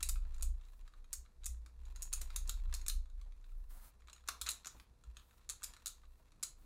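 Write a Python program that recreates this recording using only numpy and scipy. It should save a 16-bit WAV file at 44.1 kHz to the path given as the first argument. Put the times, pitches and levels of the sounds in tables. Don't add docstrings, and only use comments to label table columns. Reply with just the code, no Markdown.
import sys
import numpy as np
from scipy import signal
from scipy.fft import rfft, irfft, next_fast_len
from scipy.io import wavfile
from scipy.ndimage import map_coordinates

SR = 44100
rng = np.random.default_rng(int(sys.argv[2]) if len(sys.argv) > 2 else 0)


def generate_wav(signal):
    frames = np.transpose(np.atleast_2d(signal))
    scaled = np.clip(frames, -1, 1) * 32767
    pcm = np.round(scaled).astype(np.int16)
    wavfile.write(sys.argv[1], SR, pcm)


N = 293265


def amp(db):
    return 10 ** (np.asarray(db) / 20)


def unit(x):
    return x / np.sqrt(np.mean(np.abs(x) ** 2) + 1e-20)


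def fade(t_s, t60_s):
    return np.exp(-np.log(1000) * t_s / t60_s)


def along(points, hz):
    point_hz, values = np.transpose(points)
    return np.interp(np.log(hz + 1), np.log(point_hz + 1), values)


def curves(rows):
    time_s, *columns = np.transpose(rows)
    return [np.interp(np.arange(N) / SR, time_s, column) for column in columns]


def wobble(knots_per_s):
    knots = rng.standard_normal(int(N * knots_per_s / SR) + 4)
    return map_coordinates(knots, [np.arange(N) * knots_per_s / SR])


def filtered(x, response):
    size = next_fast_len(N + SR // 2)
    hz = np.fft.rfftfreq(size, 1 / SR)
    return irfft(rfft(x, size) * response(hz), size)[:N]


def coloured(x, spectrum):
    return unit(filtered(x, lambda hz: amp(along(spectrum, hz))))


def causal(gain_db):
    cepstrum = irfft(np.log(amp(gain_db)))
    half = len(cepstrum) // 2
    cepstrum[1:half] *= 2
    cepstrum[half + 1:] = 0
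    return np.exp(rfft(cepstrum))


def add(track, time_s, sound):
    start = max(round(time_s * SR), 0)
    track[start:start + len(sound)] += sound[:len(track) - start]


# (frequency [Hz], t60 [s])
ROOM_T60 = [(500, 0.61), (1300, 0.24), (4000, 0.26), (9000, 0.2), (15000, 0.19)]


def room(x, wet_db, early_db, early_t60_s, delay_s):
    hz, frame_s, bins = signal.stft(rng.standard_normal(SR // 3), SR, nperseg=256)
    decay = fade(frame_s, along(ROOM_T60, hz)[:, None])
    tail = signal.istft(bins * decay, SR, nperseg=256)[1]
    t = np.arange(len(tail)) / SR
    tail = tail * np.clip(t / delay_s - 1, 0, 1)
    early = rng.standard_normal(len(t)) ** 3 * fade(t, early_t60_s)
    early = early * np.clip(2 * t / delay_s - 1, 0, 1)
    answer = amp(wet_db) * tail / np.linalg.norm(tail)
    answer = answer + amp(early_db) * early / np.linalg.norm(early)
    answer[0] = 1
    return signal.fftconvolve(x, answer)


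def swing(centre_hz, width_hz):
    def band(hz):
        return 1 / (1 + (2 * (hz - centre_hz) / width_hz) ** 4)

    pushed = filtered(rng.standard_normal(N), band)
    phase = np.angle(signal.hilbert(pushed))
    return unit(filtered(np.cos(phase), lambda hz: np.sqrt(band(hz))))


# (time [s], sway level [dB before trim], shudder level [dB before trim])
ARM_PUSH = [(0.0, -49.5, -49.5), (0.1, -39, -43.5), (0.33, -37, -48.5), (0.52, -43, -46),
            (0.62, -47.5, -60), (1.22, -51.5, -64.5), (1.31, -66.5, -74), (1.5, -48, -50), (1.68, -66, -59),
            (1.95, -45.5, -52), (2.27, -40, -48.5), (2.58, -38.5, -46), (2.98, -43, -57), (3.15, -51, -63),
            (3.6, -51.5, -66.5), (4.1, -67, -65), (5.0, -70, -67.5), (6.65, -62.5, -70)]
# (time [s], level [dB before ring envelope])
JOLTS = [(0.422, -36.5), (1.172, -42), (1.492, -36), (2.668, -29.5), (2.941, -35), (3.572, -45.5),
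         (4.411, -44), (5.068, -39), (6.6, -52)]
SWAY_HZ, SWAY_WIDTH_HZ = 28.96, 13
SHUDDER_HZ, SHUDDER_WIDTH_HZ = 57, 11.2
SURGE_DB, SURGE_KNOTS_PER_S = 4.5, 13
JOLT_RISE_S, JOLT_T60_S = 0.017, 0.32


def rumble(sway_trim_db, shudder_trim_db):
    sway_db, shudder_db = curves(ARM_PUSH)
    surges = amp(SURGE_DB * wobble(SURGE_KNOTS_PER_S))
    sway = amp(sway_db + sway_trim_db) * swing(SWAY_HZ, SWAY_WIDTH_HZ)
    shudder = amp(shudder_db + shudder_trim_db) * swing(SHUDDER_HZ, SHUDDER_WIDTH_HZ)
    shake = surges * (sway + shudder)
    t = np.arange(SR // 2) / SR
    envelope = fade(t, JOLT_T60_S) * (1 - np.exp(-t / JOLT_RISE_S))
    ring = np.sin(2 * np.pi * SHUDDER_HZ * t) * envelope
    for time_s, db in JOLTS:
        add(shake, time_s, amp(db) * ring)
    return shake


# (time [s], level [dB before trim])
RUB = [(0.0, -64), (0.2, -83), (0.36, -69.5), (0.52, -82), (0.75, -77.5), (1.1, -87.5), (1.75, -82.5),
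       (1.98, -70.5), (2.35, -68.5), (2.8, -75), (3.05, -85), (4.15, -81), (4.47, -66.5), (4.9, -81),
       (5.4, -78), (5.72, -68.5), (6.1, -83), (6.65, -76.5)]
# (frequency [Hz], relative density [dB per Hz])
RUB_COLOUR = [(100, -15), (400, -7.5), (800, -3), (1300, 5), (1850, -2.5), (2400, 1.5), (3100, -7),
              (3900, 0), (5000, -10.5), (7000, -7), (11000, -13), (16000, -17.5)]


def rubbing(trim_db, slips_per_s, slip_db, uneven_db, ride_db, ride_t60_s):
    rub_db, = curves(RUB)
    ride_power = np.zeros(N)
    before_s = np.arange(SR // 10, 0, -1) / SR
    for time_s, db, *_ in SNAPS:
        lead_s = before_s[before_s < time_s]
        ride = amp(db + ride_db) * fade(lead_s, ride_t60_s)
        add(ride_power, time_s - len(lead_s) / SR, ride ** 2)
    slips = (rng.random(N) < slips_per_s / SR) * rng.uniform(0.21, 1, N)
    slips = room(slips, wet_db=-14.0, early_db=2, early_t60_s=0.027, delay_s=0.00095)[:N]
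    scrape = rng.standard_normal(N) * amp(uneven_db * wobble(45))
    pressure = np.sqrt(amp(rub_db + trim_db) ** 2 + ride_power)
    return pressure * coloured(unit(scrape) + amp(slip_db) * unit(slips), RUB_COLOUR)


# (time [s], level [dB before trim])
GRIP = [(0.0, -69), (0.12, -75), (0.76, -84.5), (1.75, -80), (2.1, -74), (2.42, -79), (2.85, -74),
        (3.05, -85.5), (3.95, -78), (4.6, -85), (4.78, -71), (5.1, -78.5), (6.2, -83), (6.65, -70)]
# (frequency [Hz], relative density [dB per Hz])
PALM_COLOUR = [(30, -24.5), (70, -7.5), (110, 2.5), (170, -9), (300, -11), (600, -22), (1200, -21.5),
               (4000, -74)]


def grip(trim_db, uneven_db):
    grip_db, = curves(GRIP)
    bumps = rng.standard_normal(N) * amp(uneven_db * wobble(30))
    return amp(grip_db + trim_db) * coloured(bumps, PALM_COLOUR)


# (frequency [Hz], relative density [dB per Hz])
AIR_COLOUR = [(35, -31.5), (60, 2), (83, -8.5), (113, -21), (176, -20.5), (492, -27.5), (621, -27.5),
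              (1170, -31), (3120, -42.5), (3940, -37.5), (8320, -41.5), (11500, -42), (16000, -57)]
# (frequency [Hz], level [dB])
HUM = (490, -91.5)


def still_room(air_db):
    hum_hz, hum_db = HUM
    phase = 2 * np.pi * hum_hz * np.arange(N) / SR + 0.31 * wobble(2)
    hum = unit(np.sin(phase))
    return amp(air_db) * coloured(rng.standard_normal(N), AIR_COLOUR) + amp(hum_db) * hum


# (frequency [Hz], relative density [dB per Hz])
PLASTIC_COLOUR = [(100, -22.5), (400, -21), (850, -18.5), (1150, -10), (1900, -10.5), (2500, -6.5),
                  (3100, -11), (5100, -7.5), (6100, -4.5), (7200, -0.5), (9200, -5), (11000, -10),
                  (14500, -13.5), (16500, -26)]
# (centre [Hz], width [Hz], lift [dB])
BALL_MODES = [(1303, 530, 8), (3930, 980, 9.5), (6750, 320, 6), (10020, 290, 6.5)]
# (frequency [Hz], share of knock dB [0-1])
KNOCK_SHAPE = [(500, 0.72), (1300, 1.0), (2600, 0.71), (4500, 0.14), (7000, 0.035)]
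# (frequency [Hz], share of ring dB [0-1])
RING_SHAPE = [(2600, 0.0), (3900, 0.91), (5200, 0.4), (7000, 0.0)]
# (frequency [Hz], share of edge dB [0-1])
EDGE_SHAPE = [(7000, 0.0), (11500, 1.0)]
BLOW_DB, CHATTER_T60_S = 10, 0.012
DETUNE = 0.014


def contact(knock_db, ring_db, edge_db, size=2048):
    t = np.arange(size) / SR
    hz = np.fft.rfftfreq(size, 1 / SR)
    chatter = rng.standard_normal(size) * fade(t, CHATTER_T60_S)
    chatter[0] = amp(BLOW_DB)
    own_hz = hz * (1 + DETUNE * rng.standard_normal())
    modes_db = sum(lift_db / (1 + (2 * (own_hz - centre_hz) / width_hz) ** 2)
                   for centre_hz, width_hz, lift_db in BALL_MODES)
    tint_db = knock_db * along(KNOCK_SHAPE, hz)
    tint_db = tint_db + ring_db * along(RING_SHAPE, hz) + edge_db * along(EDGE_SHAPE, hz)
    colour = causal(along(PLASTIC_COLOUR, hz) + modes_db + tint_db)
    sound = irfft(rfft(chatter) * colour)
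    return sound * np.sqrt(0.003 * SR) / np.linalg.norm(sound)


def strike(db, knock_db, ring_db, edge_db):
    dry_contact = contact(knock_db, ring_db, edge_db)
    return amp(db) * room(dry_contact, wet_db=-5.0, early_db=-4.5, early_t60_s=0.018, delay_s=0.0021)


# (time [s], level [dB before trim], low knock [dB])
TICKS = [(0.0064, -49.5, 3), (0.158, -53.5, 29), (0.2515, -64, 26), (0.3448, -59.5, 3), (0.382, -61, 4),
         (0.41, -56.5, 11), (0.6517, -69, 7), (0.8781, -60, 15), (0.9374, -61.5, 18), (1.261, -66, 29),
         (1.4355, -58.5, 15), (1.4437, -50, -5.5), (1.662, -58, 11), (1.854, -63, 8), (1.9604, -50.5, 3.5),
         (2.1278, -45.5, -2), (2.304, -52, 9), (2.476, -50, -13), (2.6564, -63, 30), (2.6956, -66, 20),
         (2.727, -48, 17), (2.815, -54.5, 5), (2.864, -44, -5), (3.0572, -68, 16), (3.1, -69, 14.5),
         (3.2142, -62, 10.5), (3.4427, -65, 23), (4.0212, -67, 27), (4.0733, -63, 13), (4.0842, -55, 21),
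         (4.0982, -55, 14.5), (4.1308, -50.5, -4), (4.1623, -61, 10), (4.239, -69, 22), (4.2765, -48.5, -3),
         (4.516, -40, -17), (4.799, -55.5, 13), (5.038, -62.5, 11), (5.169, -50.5, 10), (5.1972, -62.5, 20),
         (5.3097, -66, 19), (5.3806, -68, 14), (5.4912, -41, -9), (5.621, -54, 17), (5.6318, -44.5, -9),
         (5.7367, -54, 11), (5.766, -56.5, 13), (5.8782, -42, -19), (6.0353, -65, 30), (6.32, -65.5, 10.5)]
TICK_RING_DB, RING_PER_KNOCK, TICK_EDGE_DB = 1.5, 0.28, -2.5
STRAYS_PER_S, STRAY_MEAN_DB, STRAY_SPREAD_DB, STRAY_KNOCK_DB = 5, -70.5, -3, 16.5


def ticking(trim_db, count=100):
    track = np.zeros(N)
    times_s = np.cumsum(rng.exponential(1 / STRAYS_PER_S, count))
    levels_db = STRAY_MEAN_DB + STRAY_SPREAD_DB * rng.standard_normal(count)
    strays = [(time_s, db, STRAY_KNOCK_DB) for time_s, db in zip(times_s, levels_db) if time_s < N / SR]
    for time_s, db, knock_db in TICKS + strays:
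        ring_db = TICK_RING_DB + RING_PER_KNOCK * knock_db
        add(track, time_s, strike(db + trim_db, knock_db, ring_db, TICK_EDGE_DB))
    return track


# (time [s], first ball level [dB before trim], gap [s], second ball level [dB before trim],
#  low knock [dB], hollow ring [dB], hard edge [dB])
SNAPS = [(0.0278, -39.5, 0.0017, -30.5, -11, -4.5, 1.5), (0.089, -36, 0.0048, -33.5, -11.5, -5.5, 3),
         (0.4245, -39, 0.0044, -38, -11.5, -10, 2), (1.13, -36, 0.0058, -38.5, -15, -12, 2),
         (1.4582, -38.5, 0.0054, -37.5, -12, -10, -0.5), (2.022, -40, 0.006, -39.5, -16.5, -5, 1),
         (2.1299, -35.5, 0.0058, -32.5, -11.5, -10, 1), (2.2131, -49.5, 0.003, -41.5, 0, 0, 5.5),
         (2.3612, -35, 0.0022, -38.5, -10.5, -1.5, 2.5), (2.4944, -35.5, 0.0017, -43, -2.5, 4, 4),
         (2.74, -39, 0.0081, -42, -8, 2.5, 3.5), (2.8827, -31, 0.003, -43, -10, -1, 5),
         (2.8951, -43.5, 0.0032, -36.5, -5, 12, 6.5), (4.286, -38, 0.0019, -33, 9.5, 6, 5),
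         (4.414, -37.5, 0.0037, -38.5, -2, 6, 5), (4.4636, -42.5, 0.0038, -38.5, 4.5, 9, -2),
         (4.473, -44, 0.007, -42, 10, -5, -9), (4.489, -32.5, 0.0019, -36, -6, 3.5, 2.5),
         (4.5008, -40, 0.0068, -40.5, -17, 5, 3), (4.6472, -50, 0.0106, -45.5, 5, 1, -4),
         (4.67, -40.5, 0.006, -49, -4, -5, -5), (5.4978, -36, 0.0059, -42, -9.5, 0, -1),
         (5.6373, -39.5, 0.0057, -38, -9.5, 0.5, 2.5), (5.8597, -38, 0.0094, -37.5, -7.5, 1.5, 1),
         (6.428, -39, 0.0039, -35.5, -10, -9, -3), (6.4339, -37, 0.0012, -38, -15.5, 8, 4)]
SETTLE_MEAN_S, SETTLE_DB = 0.0072, -18


def clicks(trim_db):
    track = np.zeros(N)
    for time_s, first_db, gap_s, second_db, *tint_db in SNAPS:
        settle_s = gap_s + SETTLE_MEAN_S * rng.uniform(0.6, 1.4)
        blows = [(0, first_db), (gap_s, second_db), (settle_s, second_db + SETTLE_DB)]
        for after_s, db in blows:
            add(track, time_s + after_s, strike(db + trim_db, *tint_db))
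    return track


# (time [s], level [dB before trim])
THUMPS = [(0.086, -73), (0.25, -67.5), (0.425, -66), (2.211, -62), (2.334, -73), (2.485, -63.5),
          (2.734, -65.5), (3.26, -69.5), (3.755, -72), (4.48, -68), (4.657, -64), (4.747, -64.5),
          (4.799, -73), (5.693, -67.5), (6.196, -71)]
# (frequency [Hz], relative density [dB per Hz])
PAD_COLOUR = [(40, -24), (100, -11.5), (240, -4), (450, -10), (800, -6.5), (1500, -18), (4000, -36),
              (9000, -50)]


def thumps(t60_s, rise_s, size=4096):
    track = np.zeros(N)
    t = np.arange(size) / SR
    colour = causal(along(PAD_COLOUR, np.fft.rfftfreq(size, 1 / SR)))
    for time_s, db in THUMPS:
        push = rng.standard_normal(size) * fade(t, t60_s) * (1 - np.exp(-t / rise_s))
        add(track, time_s, amp(db) * unit(irfft(rfft(push) * colour)))
    return track


# (start [s], end [s], level before
# unevenness [dB])
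HISSES = [(0.65, 0.825, -76.5), (3.436, 3.728, -79), (3.686, 3.916, -61.5), (4.69, 4.863, -74.5),
          (5.163, 5.418, -75), (6.054, 6.258, -80.5), (6.567, 6.70, -75)]
# (frequency [Hz], relative density [dB per Hz])
HISS_COLOUR = [(100, -21), (220, 0.5), (400, -11), (800, -1), (1300, -1.5), (2800, -13), (4000, -9),
               (5500, -11), (11000, -4.5), (15500, -5), (17000, 0.5)]


def hisses(ramp_s, uneven_db):
    t = np.arange(N) / SR
    bursts = sum(amp(db) * np.clip(np.minimum(t - start_s, end_s - t) / ramp_s, 0, 1)
                 for start_s, end_s, db in HISSES)
    unevenness = amp(uneven_db * wobble(50))
    return bursts * unevenness * coloured(rng.standard_normal(N), HISS_COLOUR)


def scene():
    support = rumble(sway_trim_db=-0.5, shudder_trim_db=-1.0)
    friction = rubbing(trim_db=-0.5, slips_per_s=70, slip_db=1.5, uneven_db=5,
                       ride_db=-31.5, ride_t60_s=0.09)
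    hands = grip(trim_db=1.0, uneven_db=3.0)
    hands = hands + amp(-10.0) * thumps(t60_s=0.12, rise_s=0.00091)
    short_hisses = hisses(ramp_s=0.032, uneven_db=1.6)
    puzzle = ticking(trim_db=-1.0) + clicks(trim_db=-1.0)
    return (support + friction + hands + short_hisses + puzzle + still_room(air_db=-73.0))[None]


TOP_HZ = 15850


def record(dry):
    return filtered(dry[0], lambda hz: 1 / (1 + (hz / TOP_HZ) ** 120))[None]


dry = scene()
out = record(dry)
generate_wav(out)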